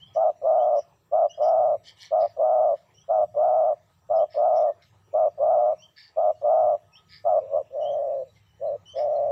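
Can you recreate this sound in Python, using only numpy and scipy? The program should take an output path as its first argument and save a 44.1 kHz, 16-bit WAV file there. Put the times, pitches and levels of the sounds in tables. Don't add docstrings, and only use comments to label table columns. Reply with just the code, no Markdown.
import sys
import numpy as np
from scipy import signal
from scipy.fft import rfft, irfft, next_fast_len
from scipy.io import wavfile
from scipy.ndimage import uniform_filter1d, map_coordinates

SR = 44100
rng = np.random.default_rng(int(sys.argv[2]) if len(sys.argv) > 2 else 0)


def nominal_scale(level):
    x = np.asarray(level, float) / 20
    return 10 ** x


def store_pcm(level_fs):
    pcm = np.round(np.clip(level_fs, -1, 1) * 32767).astype(np.int16)
    wavfile.write(sys.argv[1], SR, np.atleast_2d(pcm).T)


N = 410571


def unit(x):
    return x / np.sqrt(np.mean(np.abs(x) ** 2) + 1e-20)


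def along(points, hz):
    f, v = np.transpose(points)
    return np.interp(np.log(hz + 1), np.log(f + 1), v)


def span(rows):
    s, *columns = np.transpose(rows)
    first = round(s[0] * SR)
    t = np.arange(first, min(round(s[-1] * SR), N)) / SR
    return first, [np.interp(t, s, column) for column in columns]


def wobble(rate, size=N):
    knots = rng.standard_normal(int(size * rate / SR) + 4)
    return map_coordinates(knots, [np.arange(size) * rate / SR])


def filtered(x, response):
    m = next_fast_len(len(x) + SR // 4)
    return irfft(rfft(x, m) * response(np.fft.rfftfreq(m, 1 / SR)), m)[:len(x)]


def modes(table):
    def response(f):
        total = 0
        for k, (hz, width, db) in enumerate(table):
            ring = 1j * f * width / (hz * hz - f * f + 1j * f * width)
            total = total + (-1) ** k * nominal_scale(db) * ring
        return total
    return response


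def fade(size, s):
    edge = np.minimum(np.arange(size), np.arange(size)[::-1]) / (s * SR)
    return np.clip(edge, 0, 1)


def through_leaves(x, window, tall, wide, depth_db, offset_db=0):
    z = signal.stft(x, nperseg=window)[2]
    field = uniform_filter1d(rng.standard_normal(z.shape), size=tall, axis=0)
    field = uniform_filter1d(field, size=wide, axis=1)
    return signal.istft(z * nominal_scale(depth_db * unit(field) + offset_db), nperseg=window)[1][:N]


# time in seconds, level in dB.
ROAD_LEVEL = [(0.0, -63.5), (0.31, -69.5), (5.861, -68.5), (9.31, -62)]
# frequency in Hz, strength in dB per Hz.
ROAD_COLOUR = [(15, -49.5), (25, -16), (32, -24), (43, -16), (73, -3), (102, 6.5), (135, -3), (162, 0.5),
               (227, -17), (270, -27), (300, -20), (390, -49.5), (660, -120)]
# frequency in Hz, strength in dB per Hz.
AIR_COLOUR = [(140, -39.5), (230, -11.5), (380, 0), (620, -7), (900, -2), (1300, -9), (1600, -13),
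              (2800, -14), (4300, -19.5), (6100, -21), (8200, -22.5), (8800, -30.5), (12000, -28.5),
              (15500, -27)]
# time in seconds, level in dB.
AIR_LEVEL = [(0, -69), (7.5, -68.5), (9.31, -69)]
# pitch in Hz, width in Hz, level in dB, flicker in dB.
INSECTS = [
    (5790, 63, -85.5, 3),
    (7420, 400, -89, 1.4),
    (1267, 20, -79.5, 4),
    (1765, 250, -84.5, 2.5),
    (14800, 1100, -94.5, 2.5),
]


def ground():
    _, (road_db,) = span(ROAD_LEVEL)
    _, (air_db,) = span(AIR_LEVEL)
    road = unit(filtered(rng.standard_normal(N), lambda f: nominal_scale(along(ROAD_COLOUR, f))))
    air = unit(filtered(rng.standard_normal(N), lambda f: nominal_scale(along(AIR_COLOUR, f))))
    air = unit(through_leaves(air, window=512, tall=7, wide=16, depth_db=4.5))
    out = nominal_scale(road_db + 4.0 + 2.2 * wobble(3.7) + 2.5 * wobble(8.6)) * road
    out += nominal_scale(air_db + 0.29 * wobble(2.4)) * air
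    for hz, width, db, flicker_db in INSECTS:
        line = unit(filtered(rng.standard_normal(N), lambda f: modes([(hz, width, 0)])(f) ** 2))
        out += nominal_scale(db + flicker_db * (1.1 * wobble(3.3) + wobble(30))) * line
    return out


# frequency in Hz, seconds to die by 60 dB.
SCRUB_ECHO = [(300, 0.45), (1000, 0.37), (3000, 0.23), (8000, 0.083)]


def echo(x):
    hz, t, z = signal.stft(rng.standard_normal(SR // 2), SR, nperseg=256)
    dying = nominal_scale(-60 * t / along(SCRUB_ECHO, hz)[:, None])
    tail = signal.istft(z * dying, SR, nperseg=256)[1]
    late = np.pad(x, (500, 0))
    return signal.fftconvolve(late, tail / np.linalg.norm(tail))[:N]


# start in seconds, rise in seconds, fall in seconds, level in dB, mouth resonance in Hz.
THIN_RASPS = [
    (.13, 0.02, 0.038, -60.5, 5260),
    (.75, .038, 0.055, -58, 5370),
    (1.41, 0.02, 0.077, -52, 5250),
]
BROAD_RASPS = [
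    (1.83, .06, 0.03, -51.5, 5200),
    (1.96, .072, 0.057, -51.5, 5020),
    (2.74, .028, 0.07, -71, 4520),
    (4.81, .015, .075, -68.5, 4680),
    (6.36, .06, .03, -76.5, 5700),
    (8.31, 0.055, 0.047, -73.5, 5000),
]
HARSH_RASPS = [
    (2.18, .036, .114, -58, 4800),
    (4.29, 0.05, 0.064, -55.5, 5090),
    (4.53, 0.036, .082, -60.5, 5340),
    (5.955, 0.027, .117, -50.5, 4740),
    (7.08, .056, 0.074, -50.5, 4740),
    (8.95, .038, 0.049, -51, 5260),
]
# share of the mouth resonance, width in Hz, level in dB.
THIN_MOUTH = [(.935, 324, 0.5), (1.092, 420, -.3)]
BROAD_MOUTH = [(.85, 703, -3), (1.001, 601.7, -2.5), (1.171, 699, -4)]
HARSH_MOUTH = [(0.839, 634, -5), (1.002, 448, 1.3), (1.1, 330, -1.5)]
# frequency in Hz, width in Hz, level in dB.
THIN_MIDDLE = [(3000, 250, .2)]
HARSH_MIDDLE = [(2720, 450, -4), (3650, 600, -0.9)]
# frequency in Hz, width in Hz, level in dB.
THROAT = [
    [(2970, 270, 3), (3730, 990, -2.5)],
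    [(1740, 190, 1), (2256, 290, 1)],
    [(6970, 700, 0), (9800, 2400, -5), (13500, 2500, -9)],
]


def rasps():
    broad_middle, low, top = THROAT
    # dB of the throat's middle, low and top against the mouth
    birds = [(THIN_RASPS, THIN_MOUTH, THIN_MIDDLE, (-8, -14.5, -23)),
             (BROAD_RASPS, BROAD_MOUTH, broad_middle, (1.5, -3.8, -10.5)),
             (HARSH_RASPS, HARSH_MOUTH, HARSH_MIDDLE, (-8.5, -5.5, -26.5))]
    out = np.zeros(N)
    for table, bands, middle, throat_db in birds:
        for s, rise, fall, peak_db, mouth_hz in table:
            at, (level_db,) = span([(s, peak_db - 18), (s + rise, peak_db), (s + rise + fall, peak_db - 13.5)])
            size = len(level_db)
            flutter = np.cumsum(190 * (1 + 0.23 * wobble(50, size))) / SR
            breath = (.5 + np.cos(np.pi * flutter) ** 4) * rng.standard_normal(size)
            mouth = [(share * mouth_hz, width, db) for share, width, db in bands]
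            for group, db in zip([mouth, middle, low, top], [0, *throat_db]):
                shape = modes([(hz * rng.normal(1, .015), width, gain + rng.normal(0, .9))
                               for hz, width, gain in group])
                part = unit(filtered(breath, lambda f: shape(f) ** 2))
                part_db = level_db + db + 1.8 * wobble(60, size)
                out[at:at + size] += nominal_scale(part_db) * part * fade(size, .012)
    return through_leaves(out, window=256, tall=3, wide=7, depth_db=3.2, offset_db=-1.3)


# start in seconds, length in seconds, first pitch in Hz, top pitch in Hz,
# level in dB.
LEAD_NOTES = [
    (0, 0.048, 2970, 3180, -53),
    (0.584, 0.036, 2840, 3110, -63),
    (1.293, 0.029, 2870, 2850, -51),
    (2.94, 0.077, 2810, 3180, -67.5),
    (4.181, 0.032, 2979, 3124, -61),
    (5.776, 0.048, 2600, 2890, -68),
    (6.918, 0.044, 2540, 2700, -63.5),
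    (7.803, 0.072, 2870, 3016, -56),
    (8.855, .07, 2931, 3170, -51.5),
]
MAIN_NOTES = [
    (.045, 0.09, 3070, 3310, -62),
    (0.619, 0.038, 2970, 3315, -66),
    (1.329, 0.05, 3010, 3300, -61.5),
    (3.011, .03, 3270, 3250, -69),
    (4.215, .035, 3230, 3190, -66),
    (5.82, 0.066, 3000, 3186, -54.5),
    (6.954, 0.042, 2970, 3170, -54),
    (7.851, 0.1, 2955, 3180, -54),
    (8.919, .065, 3150, 3160, -64),
]
CHIPS = [(1.295, .04, 5750, 5790, -59.5), (2.94, 0.094, 5660, 5800, -65.5),
         (4.155, 0.031, 5130, 5250, -64.5), (4.66, 0.057, 1860, 1786, -65),
         (5.78, 0.067, 5400, 5750, -62.5), (6.925, .065, 5520, 5552, -62),
         (7.805, 0.057, 5600, 5830, -65.5), (7.91, .05, 6384, 5900, -69.5),
         (8.276, 0.037, 3930, 4000, -70.5), (4.815, 0.034, 2250, 2150, -66.5),
         (8.36, 0.02, 2190, 2090, -64), (8.66, 0.04, 4006, 4020, -69.5), (8.855, 0.05, 5620, 5740, -64),
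         (8.89, 0.074, 6090, 5980, -68), (9.15, .03, 4170, 4150, -67)]
PEEPS = [(.06, .05, 4930, 5050, -78.5), (0.599, 0.059, 5850, 5800, -75.5), (1.285, 0.018, 4930, 5000, -69),
         (1.335, 0.051, 4940, 5100, -70.5), (4.179, .06, 5840, 5600, -76), (4.46, .03, 2886, 2900, -77),
         (5.81, .05, 4400, 4700, -76), (6.32, 0.077, 3000, 2840, -78), (6.35, .06, 4360, 4460, -77.5),
         (6.97, 0.033, 3370, 3650, -62), (8.41, 0.21, 3110, 2945, -77), (8.88, .06, 4600, 4640, -76.5),
         (8.87, .045, 9200, 9300, -78), (8.95, 0.038, 3450, 3250, -59)]
# share of the length, share of the glide to the top pitch, dB against the level.
LEAD_SHAPE = [(0, 0.013, -12.5), (.6, .6, -2), (1, 0.93, -3.1)]
MAIN_SHAPE = [(0, 0.12, -1), (.4, 1.01, -2), (1, 0.73, -19.5)]
CHIP_SHAPE = [(0, 0, -8), (.45, .9, -1.2), (1, .7, -9)]


def whistles():
    out = np.zeros(N)
    kinds = [(LEAD_SHAPE, LEAD_NOTES), (MAIN_SHAPE, MAIN_NOTES), (CHIP_SHAPE, CHIPS), (CHIP_SHAPE, PEEPS)]
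    for shape, table in kinds:
        for s, length, first_hz, top_hz, note_db in table:
            at, (hz, level_db) = span([(s + u * length, first_hz + glide * (top_hz - first_hz), note_db + db)
                                       for u, glide, db in shape])
            size = len(hz)
            hoarse = 1 + .014 * wobble(80, size) + .016 * wobble(500, size)
            turns = np.cumsum(hz * hoarse) / SR
            tremble_db = 2.9 * wobble(110, size) + 1.1 * wobble(370, size)
            tone = np.sin(2 * np.pi * turns) * fade(size, 0.0043)
            out[at:at + size] += nominal_scale(level_db + 6.5 + tremble_db) * tone
    return out


def bursts(beat, turns, start, size, fall, rise):
    k, u = beat.astype(int), np.pi / 2 * (beat % 1)
    going = size[k] * np.cos(u) ** fall * np.sin(2 * np.pi * turns + start[k])
    coming = size[k + 1] * np.sin(u) ** rise * np.sin(2 * np.pi * turns + start[k + 1])
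    return going + coming


def shaped(shape, at, stretch, level_db, hz):
    return [(at + s * stretch, level_db + db, hz * share) for s, db, share in shape]


# multiple of the pitch, level in dB, sharpness of the burst.
OVERTONES = [(1.3, 7.5, 10), (1.6, 0, 5), (1.85, 2, 2.7), (2.02, -6.5, 5.2)]


def add_coo(out, rows, rate, last_rate, over_db, third_db):
    ends = np.array([rows[0], rows[-1]]) + [(-.0085, -12.5, -29.5), (.006, -30, 1)]
    at, (level_db, hz) = span([ends[0], *rows, ends[1]])
    size = len(hz)
    left = np.arange(size)[::-1] / SR
    pace = np.interp(left, [.03, .17], [last_rate, rate])
    beat = .6 + np.cumsum(pace * (1 + .04 * wobble(90, size))) / SR
    climb = 1 + 0.035 * np.sin(2 * np.pi * (beat + 0.043)) + 0.016 * wobble(60, size)
    turns = np.cumsum(hz * climb) / SR
    chance = rng.standard_normal((100, 8))
    strength = nominal_scale(-1.3 * np.abs(chance[:, 0]))
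    slip = np.cumsum(-2.3 + 1.2 * 120 / rate * chance[:, 1])
    slow = (120 / pace) ** 2.2
    tone = unit(bursts(beat, turns, slip, strength, fall=4.18 * slow, rise=2.23 * slow))
    flare = np.zeros(size)
    for i, (multiple, db, sharp) in enumerate(OVERTONES):
        flare += nominal_scale(db) * bursts(beat + 0.4, multiple * turns, 9 * chance[:, 2 + i], strength, sharp, sharp)
    third = bursts(beat, 3 * turns, 3 * slip, strength, fall=2.5, rise=2.5)
    age = np.arange(size) / SR - .027
    push = -age / .0025 * np.exp(-.5 * (age / 0.0023) ** 2)
    voice = nominal_scale(-32.5) * push + tone + nominal_scale(over_db) * unit(flare) + nominal_scale(third_db) * unit(third)
    onset = np.clip(np.arange(size) / (0.0029 * SR), 0, 1)
    out[at:at + size] += nominal_scale(level_db + 1.4) * voice * onset


# start in seconds, length in seconds, level in dB, pitch in Hz, swell in seconds.
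FAR_COOS = [
    (7.721, 0.52, -26.5, 633.4, .1),
    (8.606, 0.16, -27.5, 618.5, .04),
    (8.948, .52, -24.5, 636.7, .055),
]
# share of the swell, dB against its level, share of its pitch.
FAR_RISE = [(-.1, -23, .9), (0, -21, .89), (.33, -5, .925), (1, -.5, 1.003)]
# share of the length, dB against its level, share of its pitch.
FAR_SAG = [(.55, -0.4, 0.98), (.82, -2, 0.94), (.975, -5.5, .9), (1.01, -22.5, .885), (1.12, -35.5, .88)]


def far_dove():
    out = np.zeros(N)
    for s, length, db, hz, swell in FAR_COOS:
        rows = shaped(FAR_RISE, s, swell, db, hz) + shaped(FAR_SAG, s, length, db, hz)
        throb = 129 if length > .3 else 105
        add_coo(out, rows, throb, throb, over_db=-32.5, third_db=-51)
    return out


# start in seconds, length in seconds, level in dB, pitch in Hz, closing pitch in Hz.
SHORT_COOS = [
    (0.156, 0.15, -21, 670, 675.8),
    (1.12, 0.15, -20.5, 662, 666.7),
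    (2.114, 0.15, -21, 662, 653.6),
    (3.088, 0.16, -21.5, 665, 658.4),
    (4.097, 0.15, -21, 661, 656),
    (5.136, .15, -21, 649.4, 661.5),
    (6.167, 0.15, -21.5, 665.4, 655),
    (7.248, 0.15, -21, 668, 641.6),
]
LONG_COOS = [
    (.427, .37, -21, 674, 672.4),
    (1.387, 0.37, -21, 685, 683.5),
    (2.377, 0.37, -21, 677.3, 677.6),
    (3.354, 0.38, -21, 675.7, 688),
    (4.355, .355, -21, 676, 678.6),
    (5.388, 0.3483, -21, 671.5, 683),
    (6.426, 0.33, -20.5, 676, 690),
]
# seconds after its start, dB against its level, share of its pitch.
SHORT_RISE = [(.001, -16, .915), (.007, -5.5, .925), (.018, 0.8, .97), (.055, -0.33, 1.03)]
LONG_RISE = [(-.005, -14, .96), (.002, -15.5, .9), (.009, -11.5, .82), (.021, -2, .875), (.045, 0.2, .94),
             (.11, 0.52, 1.005)]
# seconds around its end, dB against its level, share of its closing pitch.
SHORT_FALL = [(-.04, 1.1, .985), (-.005, -0.4, 0.96), (.003, -15, .92), (.014, -20.5, .91)]
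LONG_FALL = [(-.055, -0.04, 0.95), (-.02, -1.7, .915), (-.004, -3.5, .89), (.003, -12, .88),
             (.014, -20.5, .88)]
# time in seconds, level in dB, pitch in Hz.
BROKEN_COO = [
    (7.405, -36, 580),
    (7.432, -38, 527),
    (7.497, -42, 599),
    (7.543, -22.5, 602),
    (7.566, -21, 624),
    (7.59, -25.5, 612),
    (7.618, -33, 536),
    (7.624, -43.5, 546),
]


def bowing_dove():
    out = np.zeros(N)
    bright = dict(over_db=-23.5, third_db=-63.5)
    for s, length, db, hz, last_hz in SHORT_COOS:
        rows = shaped(SHORT_RISE, s, 0.94, db, hz) + shaped(SHORT_FALL, s + length, 0.95, db, last_hz)
        throb = 105.5 - 1.15 * s
        add_coo(out, rows, throb, throb, **bright)
    for s, length, db, hz, last_hz in LONG_COOS:
        rows = shaped(LONG_RISE, s, 0.94, db, hz) + shaped(LONG_FALL, s + length, 0.95, db, last_hz)
        add_coo(out, rows, 122.3 - .75 * s, 111 - 1.9 * s, **bright)
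    add_coo(out, BROKEN_COO, 98, 76, **bright)
    return out


def scene():
    birds = whistles() + rasps()
    doves = far_dove() + bowing_dove()
    mix = ground() + nominal_scale(1.0) * birds + nominal_scale(-9) * echo(birds)
    mix += doves + nominal_scale(-35.5) * echo(doves)
    return mix[None]


def band_limit(x):
    return signal.sosfilt(signal.butter(12, 15450, fs=SR, output="sos"), x)


def record(dry):
    hz, _, z = signal.stft(dry, SR, nperseg=2048)
    band = (hz > 8800) & (hz < 10300)
    all_db = 10 * np.log10(np.sum(np.abs(z) ** 2, axis=1) + 1e-20)
    band_db = 10 * np.log10(np.sum(np.abs(z[:, band]) ** 2, axis=1) + 1e-20)
    lost = (all_db > -40) & (band_db < -88)
    z = z * np.where(band[:, None] & lost[:, None], nominal_scale(-16.5), 1)
    mix = signal.istft(z, SR, nperseg=2048)[1][:, :N]
    return band_limit(mix)


dry = scene()
out = record(dry)
store_pcm(out)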